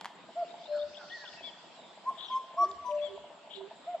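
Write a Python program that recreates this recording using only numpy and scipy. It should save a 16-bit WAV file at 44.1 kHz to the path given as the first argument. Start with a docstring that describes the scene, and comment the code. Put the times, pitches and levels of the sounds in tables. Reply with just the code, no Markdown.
"""Echoing woods. Over a bed of leaf hush, insects and faint rumble a twig snaps; far frogs start
ticking and a thin pip repeats. A cuckoo calls a hollow "cuck-oo" as distant birds whistle, a scratchy
twitter and treble chatter build, and a near songbird chirps. From 2 s a second cuckoo scoops up to four
higher whistles, overlapping the first one's next call; the songbird buzzes, a dove coos softly and
there is one dry click. A last lone "cuck" comes just before the end."""
import sys
import numpy as np
from scipy import signal
from scipy.fft import rfft, irfft, next_fast_len
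from scipy.io import wavfile
from scipy.ndimage import uniform_filter1d, map_coordinates

SR = 44100
rng = np.random.default_rng(int(sys.argv[2]) if len(sys.argv) > 2 else 0)


def output_pcm(signal):
    """Save a mono or channel-first signal as 16-bit PCM at the path in sys.argv[1].

    Samples are clipped to [-1, 1] before scaling.
    """
    pcm = np.clip(np.atleast_2d(signal).T, -1, 1) * 32767
    wavfile.write(sys.argv[1], SR, np.round(pcm).astype(np.int16))


N = 176400


def amp(db):
    """Decibels to gain."""
    return 10 ** (np.asarray(db) / 20)


def unit(x):
    """Scale to rms 1."""
    return x / np.sqrt(np.mean(x ** 2) + 1e-20)


def along(points, hz):
    """Read a curve of (f/Hz, value) points on a log frequency axis."""
    f, v = np.transpose(points)
    return np.interp(np.log(hz + 1), np.log(f + 1), v)


def wobble(rate, size):
    """A smooth random modulator, rate knots a second."""
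    return map_coordinates(rng.standard_normal(int(size * rate / SR) + 4), [np.arange(size) * rate / SR])


def filtered(x, response):
    """Play x through a frequency response."""
    m = next_fast_len(N + SR // 2)
    return irfft(rfft(x, m) * response(np.fft.rfftfreq(m, 1 / SR)), m)[..., :N]


def add(out, s, x, pan_db=0):
    """Mix a sound in at time s; pan is left level over right."""
    i = max(round(s * SR), 0)
    out[:, i:i + len(x)] += amp([[pan_db / 2], [-pan_db / 2]]) * x[:N - i]


def lagged(x, lag_s):
    """Sound from the left reaches the right channel later."""
    return filtered(x, lambda f: np.exp(1j * np.pi * f * lag_s * np.array([[1], [-1]])))


def tone(hz, partials=(), rough=0, rough_hz=600):
    """A whistle on a pitch curve, with weak partials and a flutter of phase and level."""
    phase = 2 * np.pi * np.cumsum(hz) / SR + 2 * rough * wobble(rough_hz, len(hz))
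    wave = np.sin(phase) + sum(amp(db) * np.sin(k * phase) for k, db in partials)
    return unit(wave * (1 + rough * wobble(rough_hz, len(hz))))


def glides(rows, partials=(), swing_hz=0, buzz_hz=245.5, rough_hz=600):
    """Notes that bend through three pitches; a fast swing of pitch and level makes them buzz."""
    out = np.zeros((2, N))
    for s, length, first, middle, last, db, rough, pan_db in rows:
        u = np.linspace(0, 1, int(length * SR))
        hz = np.polyval(np.polyfit([0, .5, 1], [first, middle, last], 2), u)
        beat = np.sin(2 * np.pi * buzz_hz * length * u + wobble(89.4, len(u)))
        gain = np.abs(np.sin(np.pi * u ** 0.84)) * (1 + 0.41 * beat * (swing_hz > 0))
        add(out, s, amp(db) * gain * tone(hz + swing_hz * beat, partials, rough, rough_hz), pan_db)
    return out


# stereo image of the noise beds: f/Hz, left-right correlation
BED_IMAGE = [(60, 0.25), (300, 0.81), (800, 0.71), (2000, 0.46), (5000, 0.064)]
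def rush(colour, patchy_db):
    """A stereo noise bed of rms 1, mottled with patches of random gain."""
    spectrum = signal.stft(rng.standard_normal((2, N)), nperseg=512)[2]
    patches = uniform_filter1d(rng.standard_normal(spectrum.shape[1:]), size=5, axis=0)
    patches = unit(uniform_filter1d(patches, size=14, axis=1))
    pair = signal.istft(spectrum * amp(patchy_db * patches), nperseg=512)[1][:, :N]
    spread = lambda hz: np.arccos(np.clip(along(BED_IMAGE, hz), -1, 1)) / 2
    mid, side = filtered(pair, lambda hz: colour(hz) * [np.cos(spread(hz)), np.sin(spread(hz))])
    return unit(np.array([mid + side, mid - side]))


# EQ of the leaf hush: f/Hz, level/dB
LEAF_EQ = [(25, -47), (70, -30.5), (110, -23), (175, -6), (300, -7.5), (480, -7.5), (600, -4), (880, -3.5),
           (1300, -11.5), (2400, -14), (3400, -12), (4500, -19.5), (6200, -31.5), (7500, -21.5),
           (10000, -46)]
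def leaves(level_db=-55.5, top_hz=8230):
    """An even hush of leaves, gently breathing."""
    hush = rush(lambda f: amp(along(LEAF_EQ, f)) / np.sqrt(1 + (f / top_hz) ** 70), patchy_db=2.2)
    return amp(level_db + .7 * wobble(4, N)) * hush


# fader ride of the chatter: t/s, level/dB
CHATTER_RIDE = [(0, -82), (.55, -68.5), (.85, -63), (1.08, -57), (1.36, -55.5), (1.5, -62.5), (1.9, -71),
                (2.4, -73.5), (4, -79.5)]
# its EQ: f/Hz, level/dB
CHATTER_EQ = [(1500, -48), (3000, -6), (5000, 5), (6800, -12), (9000, -41)]
def chatter(surge_hz=7.1, crest_s=1.052, surge_db=2):
    """Far treble chatter: bright noise that comes in quick waves."""
    t = np.arange(N) / SR
    ride_db = np.interp(t, *np.transpose(CHATTER_RIDE))
    waves_db = surge_db * np.cos(2 * np.pi * surge_hz * (t - crest_s))
    return amp(ride_db + waves_db) * rush(lambda f: amp(along(CHATTER_EQ, f)), patchy_db=2.5)


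def insects(level_db=-77, centre_hz=7250):
    """A thin, flickering band of insect hiss."""
    band = rush(lambda f: np.exp(-((f - centre_hz) / 350) ** 2), patchy_db=2)
    return amp(level_db) * band * unit(amp(6 * wobble(30, N)))


# fader ride of the rumble: t/s, level/dB
RUMBLE_RIDE = [(0, -106), (.6, -97.5), (.87, -73), (1.1, -97), (1.33, -79), (1.6, -92.5), (2.55, -93),
               (2.72, -72), (3.2, -75), (3.45, -98), (4, -84)]
# its EQ: f/Hz, level/dB
RUMBLE_EQ = [(40, -15.5), (60, -1), (85, 8), (130, -14), (300, -43)]
def rumble():
    """A faint low rumble that comes and goes."""
    ride_db = np.interp(np.arange(N) / SR, *np.transpose(RUMBLE_RIDE))
    return amp(ride_db) * rush(lambda f: amp(along(RUMBLE_EQ, f)), patchy_db=2.5)


# twig cracks: t/s, peak level/dB
TWIG_SNAPS = [(0.0113, -31), (0.046, -28), (.0568, -21), (0.063, -33.5)]
# their woody EQ: f/Hz, level/dB
TWIG_EQ = [(60, -60), (200, -22), (550, -16.5), (880, 4), (1300, -7), (1800, -6.5), (5000, -18),
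           (8000, -27), (14000, -34.5)]
def twig():
    """A twig breaks in a few dry snaps, each a hard transient with a rustling tail."""
    out, t = np.zeros((2, N)), np.arange(SR // 5) / SR
    for s, db in TWIG_SNAPS:
        burst = rng.standard_normal(len(t)) * (amp(-60 * t / .007) + amp(-25 - 60 * t / .2))
        snap = filtered(np.pad(burst, (64, 0)), lambda hz: amp(along(TWIG_EQ, hz)))[:len(t)]
        add(out, s - .0015, amp(db) * snap / np.abs(snap).max())
    return out


# ticks that stand out of the frog chorus: t/s, level/dB
FROG_TICKS = [(.288, -47.5), (.541, -43), (.655, -46.5), (1.239, -46), (1.338, -49), (1.408, -48),
              (1.474, -47.5), (1.79, -49), (1.976, -48.5), (2.109, -45.5), (2.176, -49.5), (2.543, -47),
              (3.175, -44), (3.241, -45.5), (3.308, -47.5), (3.474, -48), (3.608, -44), (3.711, -42.5)]
# resonances of one tick: f/Hz, level/dB, t60/s
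FROG_MODES = [(666.6, 3.5, 0.045), (857, -3.5, 0.054), (965, -5, 0.055)]
def frogs(chorus_db=-55, every_s=.0667, trim_db=3.5):
    """Short, hollow, ringing ticks over a nearly steady train of fainter ones."""
    out, t = np.zeros((2, N)), np.arange(SR // 10) / SR
    chorus = [((k + late / 10 + .5) * every_s, chorus_db + 5 * accent)
              for k, (late, accent) in enumerate(rng.random(size=(56, 2)))]
    for s, db in FROG_TICKS + chorus:
        ring = 0
        for hz, mode_db, t60 in FROG_MODES:
            decay = amp(mode_db + rng.normal(0, 1.5) - 60 * t / t60)
            ring += decay * np.sin(2 * np.pi * (hz * rng.normal(1, .02) * t + rng.random()))
        add(out, s, amp(db + trim_db) * ring * (1 - np.exp(-t / 0.0015)))
    return out


def pips(first_s=.148, every_s=0.2, length_s=0.026, hz=7420, bend_hz=299, level_db=-71):
    """A thin falling pip at a steady pace."""
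    return glides([(s + rng.normal(0, 0.0055), length_s, hz + bend_hz, hz, hz - bend_hz,
                    level_db + rng.normal(0, 1.7), .4, 0)
                   for s in np.arange(first_s, N / SR - .1, every_s)])


def shaped(shape, length):
    """Progress, pitch ratio and gain through one note, smoothed and faded at both ends."""
    u = np.linspace(0, 1, int(length * SR))
    at, ratio, db = np.transpose(shape)
    smooth = lambda curve: uniform_filter1d(np.interp(u, at, curve), size=300)
    fade = np.clip(np.minimum(u, 1 - u) / 0.022, 0, 1)
    return u, smooth(ratio), fade * amp(smooth(db))


# "cuck" cues: t/s, length/s, f/Hz, level/dB, mid-note dip/dB (negative lifts)
CUCK_CUES = [(0.354, 0.098, 698, -32.5, -2), (2.56, 0.1, 702.3, -34.5, -1.5),
             (3.864, 0.11, 710.7, -30.5, 12)]
# their arch: share of length, pitch ratio, level/dB
CUCK_ARCH = [(0, 0.848, -22.5), (.14, .975, -5), (.3, 1, -1), (.55, 1.003, -2), (.69, 0.996, -0.5),
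             (.79, 0.946, 4.5), (.9, 0.9, -10.5), (1, 0.77, -20)]
# their dip: share of length, share of dip
CUCK_DIP = [(.18, 0.092), (.45, 0.72), (.53, 0.78), (.71, 0.69), (.78, 0.13)]
# their overtone: pitch multiple, level/dB
CUCK_PARTIALS = [(2, -29)]
# "oo" cues: t/s, length/s, f/Hz, level/dB, pan/dB
OO_CUES = [(0.677, 0.205, 593, -31, 4.5), (2.883, 0.21, 593.6, -30.5, 4)]
# their swell: share of length, pitch ratio, level/dB
OO_SWELL = [(0, .998, -18), (.2, 1.002, -1.5), (.4, 1, 0), (.53, .994, -3.3), (.8, .996, -4),
            (1, .995, -18)]
def cuckoo():
    """An arched "cuck" that peaks as its pitch drops, then a longer, lower "oo" on one pitch."""
    out = np.zeros((2, N))
    for s, length, hz, db, dip_db in CUCK_CUES:
        u, ratio, gain = shaped(CUCK_ARCH, length)
        level = amp(db - dip_db * np.interp(u, *np.transpose(CUCK_DIP)))
        add(out, s, level * gain * tone(hz * ratio, CUCK_PARTIALS, rough=.03, rough_hz=200))
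    for s, length, hz, db, pan_db in OO_CUES:
        u, ratio, gain = shaped(OO_SWELL, length)
        add(out, s, amp(db) * gain * tone(hz * ratio, rough=0.044, rough_hz=131), pan_db)
    return lagged(out, 3.5e-5)


# far bird cues: t/s, length/s, start f/Hz, middle f/Hz, end f/Hz, level/dB, roughness, pan/dB
FAR_BIRD_CUES = [(.38, 0.13, 6300, 4430, 6700, -68, .1, 2), (.575, 0.071, 3500, 4720, 4750, -66, 0.11, 0),
                 (.62, 0.27, 3910, 4260, 4530, -60, 0.27, -2.5),
                 (.72, 0.098, 1628, 1436, 1130, -53, 0.36, -2),
                 (.97, 0.11, 1599, 1418, 1324, -54, 0.24, -5),
                 (1.1, 0.088, 1800, 1902, 1724, -43, 0.033, 1.5),
                 (1.18, 0.13, 1790, 1614, 1137, -53, 0.22, -1),
                 (1.72, 0.29, 4200, 3606, 3460, -62.5, 0.4, -3),
                 (2.24, 0.097, 6500, 5440, 4050, -66.5, 0.23, 3),
                 (1.08, 0.21, 4100, 4405, 4375, -57.5, 0.3, 0.5),
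                 (2.625, 0.042, 3860, 4520, 5520, -59, .3, -1)]
def far_birds():
    """Distant songbirds trade gliding whistles."""
    return glides(FAR_BIRD_CUES)


# twitter cues: t/s, sweep width 0-1, level/dB
TWITTER_CUES = [(.47, .35, -57.5), (.621, 0.49, -52.5), (.779, 0.56, -49.5), (.933, 1, -48.5),
                (1.085, 0.97, -48.5), (1.24, 0.99, -47.5)]
# sweeps in one note: offset t/s, length/s, start, middle and end drop/Hz at full width, level/dB
TWITTER_SWEEPS = [(0, 0.0078, 1700.5, 1400, 845, -9), (.011, 0.0066, 53.5, 700, 1480, -3.5),
                  (.016, .007, 299.5, 650, 837, -2.5), (.021, .009, 1201, 950, 500, -2.5),
                  (.034, .014, -100, 630, 50, 1), (.047, .007, 648, 450, 152, 0)]
def twitter(top_hz=3937, rough=.15, pan_db=9):
    """A small bird repeats one scratchy note of quick sweeps, growing louder and wider."""
    return glides([(s + after, length, *(top_hz - width * np.array(drops)), db + sweep_db, rough, pan_db)
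                   for s, width, db in TWITTER_CUES
                   for after, length, *drops, sweep_db in TWITTER_SWEEPS])


# chirp cues: t/s, length/s, start f/Hz, middle f/Hz, end f/Hz, level/dB, roughness, pan/dB
CHIRP_CUES = [(1.328, 0.014, 3280, 2610, 2373, -53, 0.43, 4.1),
              (1.36, 0.072, 2704, 2624, 2500, -55.5, 0.2, 7),
              (1.425, 0.085, 3250, 3440, 2920, -43.5, 0.18, 8.9),
              (2.305, 0.0545, 3507, 3193, 3150, -47.5, 0.13, 8.4),
              (2.905, .02, 3520, 2860, 2100, -54, 0.6, 8.9),
              (2.965, 0.056, 2846, 2666, 2620, -56.5, 0.41, 8.5),
              (3.01, 0.085, 3250, 3406, 2894, -49.5, 0.13, 17.4)]
# side tones below and above the note: pitch multiple, level/dB
CHIRP_SIDE_TONES = [(0.669, -16), (1.333, -22)]
def chirps():
    """The near songbird's short, grainy, falling notes."""
    return glides(CHIRP_CUES, CHIRP_SIDE_TONES)


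# whistle cues: t/s, length/s, final f/Hz, scoop depth/Hz, scoop time/s, slow rise/Hz,
# level/dB, swell/dB, overtone level/dB, pan/dB
WHISTLE_CUES = [(2.046, 0.069, 1075, 195, .015, 15.5, -21, 28.5, -60.5, 0.5),
                (2.29, 0.11, 1054, 110, 0.0066, 25.5, -24, 17.5, -59, 1),
                (2.57, 0.096, 1154, 170, .007, 35, -18.5, 12, -53.5, 1),
                (2.841, 0.094, 979.5, 14, .007, -16.5, -32, 8.5, -58.5, 7)]
# EQ of the overtones: f/Hz, level/dB
RASP_EQ = [(2200, -13), (3400, -10.5), (4500, -21), (5900, 0), (6800, -14.5), (8000, -22), (10200, -14.5),
           (11400, -27.5), (12600, -23.5), (13700, -32.5)]
def second_cuckoo(attack_s=0.026, release_s=0.042, rasp_swell_db=10.5):
    """Four whistles scoop up and swell; returns two stems, pure tone and thin rasping overtones."""
    pure, rasp = np.zeros((2, N)), np.zeros((2, N))
    for s, length, hz, scoop_hz, scoop_s, rise_hz, db, swell_db, rasp_db, pan_db in WHISTLE_CUES:
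        t = np.arange(int(length * SR)) / SR
        attack = np.sin(np.pi / 2 * np.minimum(t / attack_s, 1))
        release = np.sin(np.pi / 2 * np.minimum((length - t) / release_s, 1)) ** 2
        gate = attack * release
        swell = np.minimum(t / (length - release_s / 2) - 1, 0)  # climbs from -1 to 0
        pitch = hz - scoop_hz * np.exp(-t / scoop_s) - rise_hz * (1 - t / length)
        add(pure, s, amp(db + swell_db * swell) * gate * tone(pitch, rough=.01, rough_hz=193), pan_db)
        for k in range(2, 14):
            overtone = tone(k * pitch, rough=0.038 * k, rough_hz=330)
            level_db = rasp_db + along(RASP_EQ, k * hz) + rasp_swell_db * swell
            flicker_db = 4.1 * wobble(60, len(t))
            add(rasp, s, amp(level_db + flicker_db) * np.sqrt(gate) * overtone)
    return lagged(pure, 3.8e-5), lagged(rasp, 2.7e-5)


# slapback on the second cuckoo: delay t/s, level/dB
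TREE_SLAPS = [(0.034, -16), (.06, -19)]
def near_trees(x):
    """The sound plus distinct early echoes off nearby trees."""
    return x + filtered(x, lambda f: sum(amp(db) * np.exp(-2j * np.pi * f * s) for s, db in TREE_SLAPS))


# buzz cues: t/s, length/s, start f/Hz, middle f/Hz, end f/Hz, level/dB, roughness, pan/dB
BUZZ_CUES = [(2.172, .11, 3250, 3437, 3415, -44.5, 0.37, 10),
             (2.26, 0.07, 3300, 3290, 3465, -50.5, 0.46, 12),
             (3.495, .105, 3050, 3424, 3550, -48.5, 0.62, 9.6)]
def buzzes():
    """The near songbird swings its pitch so fast that the note buzzes."""
    return glides(BUZZ_CUES, swing_hz=190, rough_hz=802.3)


def foliage(x, t60, wet_db):
    """Leaves close to a bird scatter its call into a short blur."""
    t = np.arange(SR // 5) / SR
    scatter = rng.standard_normal((2, len(t))) * amp(-60 * t / t60)
    blur = signal.fftconvolve(x, scatter / np.linalg.norm(scatter[0]), axes=1)[:, :N]
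    return (x + amp(wet_db) * blur) / np.hypot(1, amp(wet_db))


# coo cues: t/s, length/s, start f/Hz, middle f/Hz, end f/Hz, level/dB, roughness, pan/dB
DOVE_CUES = [(2.59, 0.15, 318, 380.5, 392, -49.5, 0.2, -4.5),
             (3.07, 0.14, 400, 395, 434, -52.5, 0.21, -16.5), (3.545, 0.16, 409, 388.3, 429, -50, 0.2, -16)]
def dove():
    """Three soft, low, quavering coos off to the right."""
    return glides(DOVE_CUES, rough_hz=73)


# click cue: t/s, centre f/Hz, peak level/dB, pan/dB
CLICK_CUES = [(2.713, 3900, -40, 7)]
def click():
    """A small dry click: a very short burst of bright noise."""
    out, t = np.zeros((2, N)), np.arange(SR // 5) / SR
    for s, hz, db, pan_db in CLICK_CUES:
        burst = np.pad(rng.standard_normal(len(t)) * amp(-60 * t / .008), (64, 0))
        band = lambda f: np.exp(-2 * np.log((f + 1) / hz) ** 2) / (1 + (f / hz / 2) ** 10)
        hit = filtered(burst, band)[:len(t)]
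        add(out, s, amp(db) * hit / np.abs(hit).max(), pan_db)
    return out


# reverb time of the woods: f/Hz, t60/s
WOODS_DECAY = [(200, 0.52), (800, 1.55), (3000, 1.1), (9000, 0.65)]
def woods(x, wet_db, delay_s, width):
    """The sound plus its late, scattered echo from the trees."""
    hz, t, spectrum = signal.stft(rng.standard_normal((2, SR)), SR, nperseg=256)
    decay = amp(-60 * t / along(WOODS_DECAY, hz)[:, None])
    mid, side = signal.istft(spectrum * decay, SR, nperseg=256)[1]
    tail = np.array([mid + width * side, mid - width * side])
    tail = np.pad(tail / np.linalg.norm(tail[0]), ((0, 0), (int(delay_s * SR), 0)))
    return x + amp(wet_db) * signal.fftconvolve(x.mean(0)[None], tail, axes=1)[:, :N]


def scene():
    """The mix: beds and pips stay dry, and reverb sends set each caller's distance in the woods."""
    beds = leaves() + chatter() + insects() + rumble()
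    small_sounds = lagged(twig() + click(), 3e-5) + frogs() + dove()
    near_birds = lagged(twitter() + chirps() + foliage(buzzes(), t60=.08, wet_db=-3.5), 6e-5)
    whistles, rasp = second_cuckoo()
    return (beds + pips()
            + woods(small_sounds, wet_db=-13.5, delay_s=.02, width=0.17)
            + woods(cuckoo(), wet_db=-15.5, delay_s=0.05, width=0.34)
            + woods(far_birds(), wet_db=-7.5, delay_s=.02, width=0.61)
            + woods(near_birds, wet_db=-9, delay_s=0.02, width=0.45)
            + woods(near_trees(whistles), wet_db=-19, delay_s=0.06, width=0.26)
            + woods(rasp, wet_db=-7, delay_s=.03, width=0.96))


def record(dry, top_hz=13800):
    """A brick-wall low-pass on the whole mix."""
    return filtered(dry, lambda hz: hz < top_hz)


dry = scene()
out = record(dry)
output_pcm(out)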